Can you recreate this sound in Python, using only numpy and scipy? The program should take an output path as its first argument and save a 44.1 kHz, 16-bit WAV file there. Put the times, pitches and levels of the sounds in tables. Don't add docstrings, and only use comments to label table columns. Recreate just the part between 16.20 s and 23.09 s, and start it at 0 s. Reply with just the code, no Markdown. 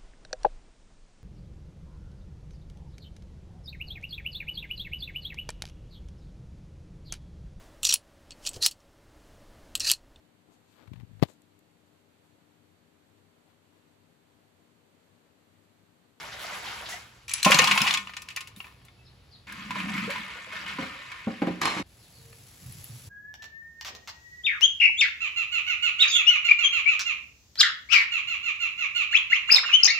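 import sys
import numpy as np
from scipy import signal
from scipy.fft import rfft, irfft, next_fast_len
from scipy.io import wavfile
from scipy.ndimage import uniform_filter1d

SR = 44100
rng = np.random.default_rng(int(sys.argv[2]) if len(sys.argv) > 2 else 0)


def dump(signal):
    limited = np.clip(np.atleast_2d(signal).T, -1, 1)
    pcm = np.round(limited * 32767).astype(np.int16)
    wavfile.write(sys.argv[1], SR, pcm)


N = 303834
T = np.arange(N) / SR


def amp(db):
    return 10 ** (np.asarray(db) / 20)


def unit_rms(x):
    return x / np.sqrt(np.mean(x ** 2) + 1e-20)


def envelope(rows):
    time_s, level_db = np.transpose(rows)
    return uniform_filter1d(amp(np.interp(T, time_s, level_db, left=-150, right=-150)), size=200)


def swell(start_s, db, attack_s, hold_s, sag_db_per_s, fall_db_per_s):
    t = T - start_s
    loss_db = sag_db_per_s * np.clip(t, 0, hold_s) + fall_db_per_s * np.maximum(t - hold_s, 0)
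    return np.clip(t / attack_s, 0, 1) * amp(np.maximum(db - loss_db, -200))


def drift(rate_hz):
    knots = rng.standard_normal(4000)
    return np.interp(T * rate_hz, np.arange(len(knots)), knots)


def at_hz(points, hz):
    frequency_hz, value = np.transpose(points)
    return np.interp(np.log(hz + 1), np.log(frequency_hz), value)


def tint(x, spectrum):
    size = next_fast_len(len(x))
    hz = np.arange(size // 2 + 1) * SR / size
    gain = amp(at_hz(spectrum, hz)) * np.minimum(hz / spectrum[0][0], 1) ** 2
    return irfft(rfft(x, size) * gain, size)[:len(x)]


def noise(spectrum, samples=N):
    return unit_rms(tint(rng.standard_normal(samples), spectrum))


def fade(t, t60):
    return np.exp(-np.log(1000) * t / t60)


def ring(clicks, hz, t60):
    radius, angle = fade(1 / SR, t60), 2 * np.pi * hz / SR
    return signal.lfilter([0, np.sin(angle)], [1, -2 * radius * np.cos(angle), radius ** 2], clicks + 1e-18)


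def grains(per_s, spread_db):
    sizes = amp(spread_db * np.minimum(rng.exponential(1, N), 4)) * rng.choice([-1, 1], N)
    return unit_rms(sizes * (rng.random(N) < per_s / SR))


def bubble_cloud(spectrum, per_s, spread_db, cycles, patchy_db):
    pitches_hz = np.geomspace(350, 15000, 36)
    births = grains(per_s, spread_db)
    birth_hz = pitches_hz[rng.integers(0, len(pitches_hz), N)]
    rings = np.zeros(N)
    for family in np.array_split(pitches_hz, 12):
        cluster = amp(patchy_db * drift(rate_hz=30))
        for hz in family:
            rings += cluster * np.sqrt(hz) * unit_rms(ring(births * (birth_hz == hz), hz, cycles / hz))
    mist = amp(-4.5) * rng.standard_normal(N)
    return unit_rms(tint(unit_rms(rings) + mist, spectrum))


def plops(pockets):
    out, t = np.zeros(N), T[:SR // 3]
    for start_s, db, hz, t60, octaves_per_s in pockets:
        start = round(start_s * SR)
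        onset = 1 - np.exp(-(t * hz) ** 2)
        phase = 2 * np.pi * np.cumsum(hz * 2 ** (octaves_per_s * t)) / SR
        out[start:start + len(t)] += amp(db) * onset * fade(t, t60) * np.sin(phase)
    return out


def gurgle(start_s, end_s, low_hz, high_hz, cycles, count):
    when, smallness, weakness, rise = rng.random((count, 4)).T
    hz = low_hz * (high_hz / low_hz) ** smallness
    return plops(zip(start_s + when * (end_s - start_s), -9 * weakness, hz, cycles / hz, 6 * rise))


# frequency_hz, level_db
BOOM_SPECTRUM = [(55, -46), (100, -19), (160, -5), (205, 4), (290, -2.5), (370, -16), (480, -32.5),
                 (700, -43.5), (1000, -53.5)]


def judder():
    slips = grains(per_s=620, spread_db=2)
    lowest_mode = unit_rms(ring(slips, hz=213.5, t60=0.14))
    shake = unit_rms(unit_rms(tint(slips, BOOM_SPECTRUM)) + amp(-2) * lowest_mode)
    return shake / np.sqrt(uniform_filter1d(shake ** 2, size=2500) + 1e-3)


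# time_s, level_db
POUR_FLOW = [(0.0, -40), (0.108, -43.5), (0.372, -37.5), (0.416, -42.5), (0.46, -37.5), (0.676, -42.5),
             (0.728, -38), (0.844, -54.5), (1.06, -62)]
# start_s, level_db
SPATTERS = [(.45, -52), (0.687, -41.5)]
# frequency_hz, level_db
POUR_SPECTRUM = [(350, -7.5), (600, -8.5), (900, -1.5), (2200, -0.5), (4000, -5.5), (7000, -13.5),
                 (11000, -16), (15000, -25)]
SPATTER_SPECTRUM = [(2000, -17.5), (6500, 0.5), (11000, -6.5), (15000, -15.5)]


def pour():
    fizz = amp(-1) * bubble_cloud(POUR_SPECTRUM, per_s=9000, spread_db=1.5, cycles=14, patchy_db=5)
    bubbles = amp(1.5) * gurgle(0, 0.79, low_hz=560, high_hz=2840, cycles=44, count=200)
    drone = amp(-22.5) * judder()
    straying = sum(swell(s, db, attack_s=0.0039, hold_s=0.015, sag_db_per_s=63, fall_db_per_s=169)
                   for s, db in SPATTERS)
    spatter = unit_rms(tint(grains(per_s=6100, spread_db=3), SPATTER_SPECTRUM))
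    return envelope(POUR_FLOW) * (fizz + bubbles + drone) + straying * spatter


# frequency_hz, level_db
AIR_SPECTRUM = [(25, -12.5), (50, 2), (120, 2), (200, -8.5), (350, -14), (800, -19.5), (1700, -22),
                (4500, -23), (6500, -33.5), (11000, -31), (13000, -41.5), (15000, -45)]


def open_air():
    return amp(-57.5) * noise(AIR_SPECTRUM)


# start_s, level_db, pitch_hz, t60_s
AIR_POCKETS = [(.24, -34.5, 1250, 0.067), (.722, -36.5, 1915, 0.23), (.738, -34.5, 700, 0.083),
               (1.26, -12, 1021, 0.17), (1.260, -15, 780, 0.094), (1.265, -13, 600, 0.052),
               (1.300, -12.5, 534, 0.037), (1.339, -22.5, 560, 0.066), (1.342, -22, 1033, 0.22),
               (1.394, -18, 494, 0.064), (2.403, -27, 2730, 0.022), (3.876, -29, 457, 0.11),
               (3.893, -28, 545, 0.09)]


def air_pockets(rise_octaves_per_s=2.5):
    return plops((*pocket, rise_octaves_per_s) for pocket in AIR_POCKETS)


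def impacts(events, spectrum, modes, crack_s, tail_db, tail_s, ring_db, rise_s, ping_db, ping_s):
    out, t = np.zeros(2 * N), T[:SR // 3]
    crack_times = np.broadcast_to(crack_s, len(events))
    for (start_s, peak_db, ping_hz, tilt), crack_t60 in zip(events, crack_times):
        crack = noise([(hz, db + tilt * np.log2(hz)) for hz, db in spectrum], len(t))
        tail = noise([(hz, db - 1.1 * np.log2(hz)) for hz, db in spectrum], len(t))
        hit = crack * fade(t, crack_t60) + amp(tail_db) * tail * fade(t, tail_s)
        hit += amp(ping_db) * np.sin(2 * np.pi * ping_hz * t) * fade(t, ping_s)
        for hz, db, t60 in modes:
            strength = amp(ring_db + db + rng.normal(0, 2))
            hit += strength * np.sin(2 * np.pi * (hz * t + rng.random())) * fade(t, t60)
        hit *= 1 - np.exp(-(t / rise_s) ** 2)
        start = round(start_s * SR)
        out[start:start + len(t)] += amp(peak_db) * hit / np.abs(hit).max()
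    return out[:N]


def scrape(spectrum, modes, per_s, spread_db, ring_db):
    slips = grains(per_s, spread_db)
    body = sum(amp(db) * ring(slips, hz, t60) for hz, db, t60 in modes)
    return unit_rms(unit_rms(tint(slips, spectrum)) + amp(ring_db) * unit_rms(body))


# start_s, peak_db, ping_hz, tilt_db_per_octave
CLINKS = [(1.0801, -27.5, 2400, -1.5), (1.0932, -21.5, 6020, 0), (1.1129, -22, 2326, 1),
          (1.1355, -10, 10700, 0.9), (1.2286, -11, 4130, -2)]
# pitch_hz, level_db, t60_s
BOWL_MODES = [(2400, -12.5, .12), (2640, -14.5, .12), (4040, -10.5, .12), (6070, -7, 0.22), (7650, -5, 0.1),
              (7730, 0, 0.072), (10700, -11, .04)]
# frequency_hz, level_db
CLINK_SPECTRUM = [(700, -19.5), (2400, 2.5), (6000, 6.5), (9000, 7), (10700, 4), (12500, -4), (16000, -10)]
LUMP_SPECTRUM = [(400, -34.5), (1000, -4), (1600, -3.5), (2600, 6), (3500, -2), (5000, -6), (8000, -11.5),
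                 (11000, -16.5), (16000, -31)]
TIP_S, ENTRY_S = 1.08, 1.245


def bowl():
    clinks = impacts(CLINKS, CLINK_SPECTRUM, BOWL_MODES, crack_s=0.0099, tail_db=-19.5, tail_s=0.06,
                     ring_db=-30, rise_s=0.002, ping_db=-2, ping_s=0.016)
    sliding = swell(TIP_S, -39.5, attack_s=0.01, hold_s=ENTRY_S - TIP_S, sag_db_per_s=0, fall_db_per_s=200)
    return clinks + sliding * scrape(LUMP_SPECTRUM, BOWL_MODES, per_s=600, spread_db=1, ring_db=-7)


# start_s, peak_db, ping_hz, tilt_db_per_octave, crack_t60_s
LUMP_HITS = [(1.2463, -8, 3700, 3.6, 0.065), (1.2491, -10.5, 6100, 8, 0.0094), (1.3074, -11, 6100, 9, .025),
             (1.3177, -0.5, 2356, -1, .045), (1.325, -8, 2700, -3, 0.03), (1.3435, -4.5, 4280, 3, .04),
             (1.387, -7, 6440, 2.5, .018), (1.389, -3.5, 2600, -1, 0.046), (1.4179, -11, 2760, 2, .02),
             (1.441, -9, 4200, 2, 0.044), (1.4728, -9.5, 3310, 0.5, 0.016), (1.477, -13, 2800, 0, 0.016),
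             (1.511, -5, 2400, -2, .055), (1.517, -13, 2870, -1, 0.021), (1.5753, -7.5, 2720, -1.5, 0.044),
             (1.6045, -21, 3480, -5, 0.0091), (1.6164, -8.5, 5190, 5.5, 0.018),
             (1.668, -15, 2910, 1, 0.011), (1.674, -12.5, 2200, -2.5, 0.12), (1.708, -9, 3570, 1, 0.021),
             (1.729, -18, 3220, 4, 0.014), (1.7384, -9.5, 7060, 1.5, 0.024),
             (1.745, -13.5, 2470, 0.5, .035), (1.7726, -14, 3400, 0.5, 0.019),
             (1.871, -27, 2750, -5, 0.018), (1.894, -29, 2350, -5.5, 0.034), (1.935, -31, 2700, -3, 0.056),
             (1.966, -26, 2400, 0, 0.05), (2.019, -29, 2660, 8.5, 0.037), (2.086, -26.5, 2630, 1, 0.028),
             (2.102, -33, 2300, 0.5, 0.098), (2.1616, -21.5, 2700, 7, 0.044),
             (2.171, -22.5, 2350, -1.5, 0.045), (2.206, -27, 2640, 4.5, 0.05),
             (2.272, -32, 2690, 5.5, 0.065), (2.362, -35, 3690, 12, 0.014), (2.402, -34.5, 3000, -6, .03),
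             (2.443, -34, 2400, -6, .03), (2.615, -47.5, 1690, -8, 0.033), (2.649, -45.5, 4130, 13, .06),
             (2.683, -43, 3500, -4, 0.032)]
# start_s, peak_db, ping_hz, tilt_db_per_octave
THUDS = [(1.257, -15, 194, 3.5), (1.341, -24, 165, 0.5), (1.41, -28, 130, 1), (1.505, -31, 187, 2.5),
         (1.605, -28, 140, 3), (2.364, -44, 187, -8)]
# pitch_hz, level_db, t60_s
WOK_MODES = [(1004, -8, 0.08), (1065.7, -2, 0.18), (1225, -7.5, 0.33), (1464, -6.5, 0.2), (1820, -1.5, 0.2),
             (2188, -5, 0.25), (2278, -6, 0.2), (2380, -7.5, 0.18), (2550, -4, 0.18), (2670, -3.5, 0.088),
             (2905, -8, .16), (3140, -11, 0.16), (3690, -15, 0.14), (4110, -11.5, 0.16), (4500, -12, 0.13),
             (4870, -15, 0.12)]
# frequency_hz, level_db
SPLASH_SPECTRUM = [(400, -23), (700, -19), (1050, 0.5), (1500, -10), (2600, -2.5), (4500, -14),
                   (7500, -18.5), (11000, -20), (15000, -28.5)]


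def rock_sugar():
    hits = [row[:-1] for row in LUMP_HITS]
    crack_s = [row[-1] for row in LUMP_HITS]
    lumps = impacts(hits, LUMP_SPECTRUM, WOK_MODES, crack_s, tail_db=-17.5, tail_s=0.13,
                    ring_db=-19.5, rise_s=0.00085, ping_db=-2, ping_s=0.026)
    thuds = impacts(THUDS, BOOM_SPECTRUM, [], crack_s=0.09, tail_db=-16, tail_s=0.13,
                    ring_db=0, rise_s=0.0076, ping_db=5.5, ping_s=0.067)
    falling = swell(ENTRY_S, -18, attack_s=0.02, hold_s=0.44, sag_db_per_s=11.5, fall_db_per_s=145)
    settling = swell(ENTRY_S, -49.5, attack_s=0.1, hold_s=1, sag_db_per_s=2.5, fall_db_per_s=59.5)
    clatter = amp(-10.5) * scrape(LUMP_SPECTRUM, WOK_MODES, per_s=800, spread_db=2, ring_db=-1.5)
    spray = amp(-8) * bubble_cloud(SPLASH_SPECTRUM, per_s=7200, spread_db=3, cycles=30, patchy_db=4.5)
    bubbles = amp(0.5) * gurgle(1.25, 1.7, low_hz=657, high_hz=1493, cycles=41, count=30)
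    booming = swell(1.256, -34.5, attack_s=0.0043, hold_s=0.56, sag_db_per_s=34, fall_db_per_s=91.5)
    return lumps + thuds + (falling + settling) * (clatter + spray + bubbles) + booming * judder()


# frequency_hz, level_db
SUGAR_SPECTRUM = [(3000, -9), (7000, -8), (11000, 3), (15000, -4)]


def fine_sugar(slide_s=2.363, land_s=2.44):
    sliding = swell(slide_s, -53.5, attack_s=0.0037, hold_s=0.025, sag_db_per_s=42, fall_db_per_s=119)
    hiss = unit_rms(tint(grains(per_s=9000, spread_db=3), SUGAR_SPECTRUM))
    rush = swell(land_s, -51, attack_s=0.0037, hold_s=0.07, sag_db_per_s=85, fall_db_per_s=350)
    trickle = swell(land_s, -70, attack_s=0.054, hold_s=0.25, sag_db_per_s=6.5, fall_db_per_s=180.5)
    patter = scrape(SPLASH_SPECTRUM, WOK_MODES, per_s=900, spread_db=4.5, ring_db=-5)
    return sliding * hiss + (rush + trickle) * patter


def bird_note(start_s, length_s, db, from_hz, to_hz, rasp_hz):
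    out, progress = np.zeros(N), np.linspace(0, 1, round(length_s * SR))
    pitch_hz = from_hz + (to_hz - from_hz) * progress + rasp_hz * drift(rate_hz=430)[:len(progress)]
    tone = np.sin(2 * np.pi * np.cumsum(pitch_hz) / SR)
    start = round(start_s * SR)
    out[start:start + len(tone)] = amp(db) * np.sin(np.pi * progress) * tone
    return out


# start_s, length_s, level_db
CHIRPS = [(2.848, 0.044, -58.5), (3.105, 0.07, -55), (5.773, 0.12, -63), (5.897, 0.14, -62)]


def birds():
    whistle = bird_note(2.778, length_s=0.033, db=-63.5, from_hz=2620, to_hz=2620, rasp_hz=22)
    chirps = sum(bird_note(*chirp, from_hz=5300, to_hz=3400, rasp_hz=330) for chirp in CHIRPS)
    coo = bird_note(5.96, length_s=0.23, db=-61.5, from_hz=460, to_hz=460, rasp_hz=3.3)
    return whistle + chirps + coo


# start_s, level_db
STROKES = [(3.54, -33), (3.6, -51), (3.68, -35.5), (3.76, -33), (3.89, -32.5), (4.09, -43), (4.314, -35),
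           (4.461, -36.5), (4.6, -39), (4.771, -60), (4.91, -47), (5.25, -44.5)]
# time_s, level_db
LADLE_JUDDER = [(3.27, -53), (3.692, -34), (3.866, -35.5), (3.928, -51), (4.004, -42.5), (4.12, -66),
                (4.57, -49)]
# start_s, peak_db, ping_hz, tilt_db_per_octave
TOUCHES = [(3.322, -28.5, 1625, 9), (3.506, -22, 1000, 1.5), (3.555, -23.5, 993, -7.5), (3.6, -23, 2456, 0),
           (3.685, -30.5, 2390, -2), (3.7388, -27, 1240, 3), (3.7762, -27, 2354, -4), (3.836, -29, 1290, 0),
           (3.9025, -24, 2270, 4.5), (3.957, -25.5, 1000, -6), (4.327, -31, 2510, 2),
           (4.3624, -29, 2210, 1), (4.4627, -28.5, 2960, -2), (4.5255, -28, 2250, -6),
           (4.584, -25.5, 1016, -5), (4.6208, -27, 2170, -15), (4.917, -25, 2256, 0), (5.218, -23, 822, -8),
           (5.269, -25.5, 1090, -1)]
KNOCKS = [(4.586, -24.5, 252, -10), (4.624, -27, 187, 10.5), (5.069, -17.5, 229, 1.5),
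          (5.104, -36, 213, -1), (5.218, -14.5, 269, 4.5), (5.271, -16, 246, 0.5), (5.302, -23, 170, -4),
          (5.565, -25, 196, 0), (5.595, -24.5, 291, -6)]
# pitch_hz, level_db, t60_s
KNOCK_MODES = [(180.5, -12, 0.34), (219, 1, 0.066), (289.4, -6.5, 0.097), (324, -28, 0.28),
               (536, -9.5, 0.16), (780, -15, 0.15), (1116, -11, 0.052)]
# frequency_hz, level_db
STIR_SPECTRUM = [(450, -21), (780, -24.5), (1020, -2.5), (1400, -5), (2300, -0.5), (3500, -9), (6000, -20),
                 (10000, -24), (15000, -35)]
KNOCK_SPECTRUM = [(80, -28), (160, 12), (250, 11), (400, 3.5), (700, -4), (1500, -16.5), (4000, -63)]


def ladle():
    strokes = [swell(s, db, attack_s=0.013, hold_s=0.037, sag_db_per_s=25, fall_db_per_s=68)
               for s, db in STROKES]
    wash = swell(3.268, -42, attack_s=0.0035, hold_s=1.61, sag_db_per_s=0.1, fall_db_per_s=12.5)
    motion = np.sqrt(wash ** 2 + sum(stroke ** 2 for stroke in strokes))
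    slosh = amp(2 * drift(rate_hz=45))
    drag = amp(-5.5) * scrape(STIR_SPECTRUM, WOK_MODES, per_s=520, spread_db=1.5, ring_db=-5)
    swirl = amp(-6) * bubble_cloud(STIR_SPECTRUM, per_s=3000, spread_db=2, cycles=46, patchy_db=3)
    bubbles = amp(-4) * gurgle(3.4, 4.9, low_hz=480, high_hz=2006, cycles=54, count=60)
    touches = impacts(TOUCHES, STIR_SPECTRUM, WOK_MODES, crack_s=0.035, tail_db=-10, tail_s=0.16,
                      ring_db=-16.5, rise_s=0.001, ping_db=2, ping_s=0.066)
    knocks = impacts(KNOCKS, KNOCK_SPECTRUM, KNOCK_MODES, crack_s=0.11, tail_db=-15, tail_s=0.098,
                     ring_db=1.5, rise_s=0.0034, ping_db=10.5, ping_s=0.049)
    shudder = amp(-1.5) * envelope(LADLE_JUDDER) * judder()
    return motion * (drag + slosh * swirl + bubbles) + shudder + touches + knocks


# start_s, peak_db, ping_hz, tilt_db_per_octave
LID_HITS = [(5.4145, -13.5, 1220, 3.5), (5.433, -23, 2720, 1), (5.4535, -10.5, 1070, 2.5),
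            (5.474, -17, 1050, -1), (5.571, -23.5, 1125, -1.5), (5.597, -28.5, 1100, 0)]
# pitch_hz, level_db, t60_s
RIM_MODES = [(207, -22, 0.14), (344, -8.5, 0.31), (805, -12, 0.2), (1113, -1.5, 0.25), (1180, -4, 0.25),
             (1710, -6, 0.31), (1990, -17, 0.4), (2203, -3, 0.37), (2735, -16, 0.22), (3074, -6, 0.23),
             (3800, -9, 0.27), (4184, -4.5, 0.28), (5150, -9, 0.13)]
# frequency_hz, level_db
LID_SPECTRUM = [(110, -15.5), (210, -1.5), (500, -10), (1070, -2.5), (1450, -8), (2300, -4), (4000, -14.5),
                (7000, -19), (11000, -26.5), (15000, -43)]


def lid():
    hits = impacts(LID_HITS, LID_SPECTRUM, RIM_MODES, crack_s=0.017, tail_db=-11.5, tail_s=0.17,
                   ring_db=-19, rise_s=0.00098, ping_db=-1, ping_s=0.034)
    sliding = swell(5.409, -29.5, attack_s=0.011, hold_s=0.188, sag_db_per_s=39, fall_db_per_s=500.5)
    return hits + sliding * scrape(LID_SPECTRUM, RIM_MODES, per_s=900, spread_db=0, ring_db=-4.5)


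# time_s, level_db
TWIG_HANDLING = [(5.66, -68.5), (5.816, -62.5), (6.444, -56.5), (6.566, -53), (6.88, -55)]
# start_s, level_db
SHOVES = [(5.97, -55), (6.16, -54.5), (6.411, -42.5), (6.54, -50.5), (6.68, -47), (6.84, -44.5)]
# start_s, peak_db, ping_hz, tilt_db_per_octave
SNAPS = [(6.128, -43, 4280, -10), (6.4617, -42, 11000, 3), (6.5235, -33, 10200, 2), (6.6416, -30, 11800, 4)]
# frequency_hz, level_db
RUSTLE_SPECTRUM = [(400, -6.5), (1000, -6), (2900, -3), (4500, -2.5), (7000, -1), (11000, 2), (15000, -8)]
RUMBLE_SPECTRUM = [(40, -27), (80, -5), (135, 2), (190, -13), (280, -22.5), (600, -40)]
SNAP_SPECTRUM = [(800, -14.5), (3000, 0), (7000, -12), (11000, 6), (16000, -19)]


def twigs():
    crackle = unit_rms(tint(grains(per_s=4400, spread_db=4), RUSTLE_SPECTRUM))
    rustle = amp(2) * envelope(TWIG_HANDLING) * crackle
    shoving = sum(swell(s, db, attack_s=0.026, hold_s=0.087, sag_db_per_s=17, fall_db_per_s=218)
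                  for s, db in SHOVES)
    rumble = shoving * noise(RUMBLE_SPECTRUM)
    snaps = impacts(SNAPS, SNAP_SPECTRUM, [], crack_s=0.015, tail_db=-17, tail_s=0.037,
                    ring_db=0, rise_s=0.00055, ping_db=-1.5, ping_s=0.012)
    return rustle + rumble + snaps


def reflections(x, t60, first_s):
    t = T[:SR // 2]
    scatter = rng.standard_normal(len(t))
    low = signal.sosfilt(signal.butter(1, 4000, fs=SR, output="sos"), scatter)
    echo = (low * fade(t, t60) + (scatter - low) * fade(t, t60 * 0.95)) * (t > first_s)
    return signal.fftconvolve(x, echo / np.sqrt(np.sum(echo ** 2)))[:N]


# frequency_hz, side_db
SIDE_SPECTRUM = [(60, -19), (250, -16), (550, -6.5), (1100, -1), (2200, -3), (5000, -1), (7000, -4),
                 (10000, -16.5)]


def yard(x, wet_db, t60, pan_db):
    early = reflections(x, t60=0.084, first_s=0.00069)
    mid = x + amp(wet_db) * reflections(x, t60, first_s=0.005)
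    late_side = amp(wet_db) * reflections(x, t60, first_s=0.0046)
    side = tint(amp(-3.5) * early + late_side, SIDE_SPECTRUM)
    return np.array([mid + side, mid - side]) * amp(pan_db * np.array([[0.5], [-0.5]]))


def scene(wok_stop_s=5.628):
    pockets = air_pockets()
    sugar = yard(bowl() + rock_sugar() + fine_sugar() + pockets, wet_db=-14, t60=0.25, pan_db=0.8)
    stove = yard(pour() + ladle() + lid(), wet_db=-8.5, t60=0.48, pan_db=-0.54)
    air = open_air()
    far = yard(birds(), wet_db=-0.5, t60=0.3, pan_db=-1)
    near = yard(air + twigs(), wet_db=-9, t60=0.14, pan_db=0.1)
    wok_gate = np.clip((wok_stop_s - T) / 0.001, 0, 1)
    return (sugar + stove) * wok_gate + near + far


# frequency_hz, left_minus_right_db
BALANCE = [(100, 0), (700, -1), (1400, -1), (3000, 2), (5200, 2.5), (7000, 0.4), (10000, 0)]
# frequency_hz, lead_half_turns
LEFT_LEAD = [(300, 0.063), (1100, 0.24), (4500, 0.12), (7000, 0)]


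def record(dry, flip_from_hz=7030, flip_every_hz=2040):
    size = next_fast_len(N + 2000)
    hz = np.arange(size // 2 + 1) * SR / size
    channels = rfft(dry, size) * amp(at_hz(BALANCE, hz) * np.array([[0.5], [-0.5]]))
    flips = np.maximum(hz - flip_from_hz, 0) / flip_every_hz
    staircase = flips - np.sin(2 * np.pi * flips) / (2 * np.pi)
    channels[0] *= np.exp(1j * np.pi * (at_hz(LEFT_LEAD, hz) - staircase))
    lowpass = signal.cheby2(16, 70, 16500, fs=SR, output="sos")
    highpass = signal.butter(3, 42, "high", fs=SR, output="sos")
    return signal.sosfilt(np.vstack([highpass, lowpass]), irfft(channels, size)[:, :N])


dry = scene()
out = record(dry)
dump(out)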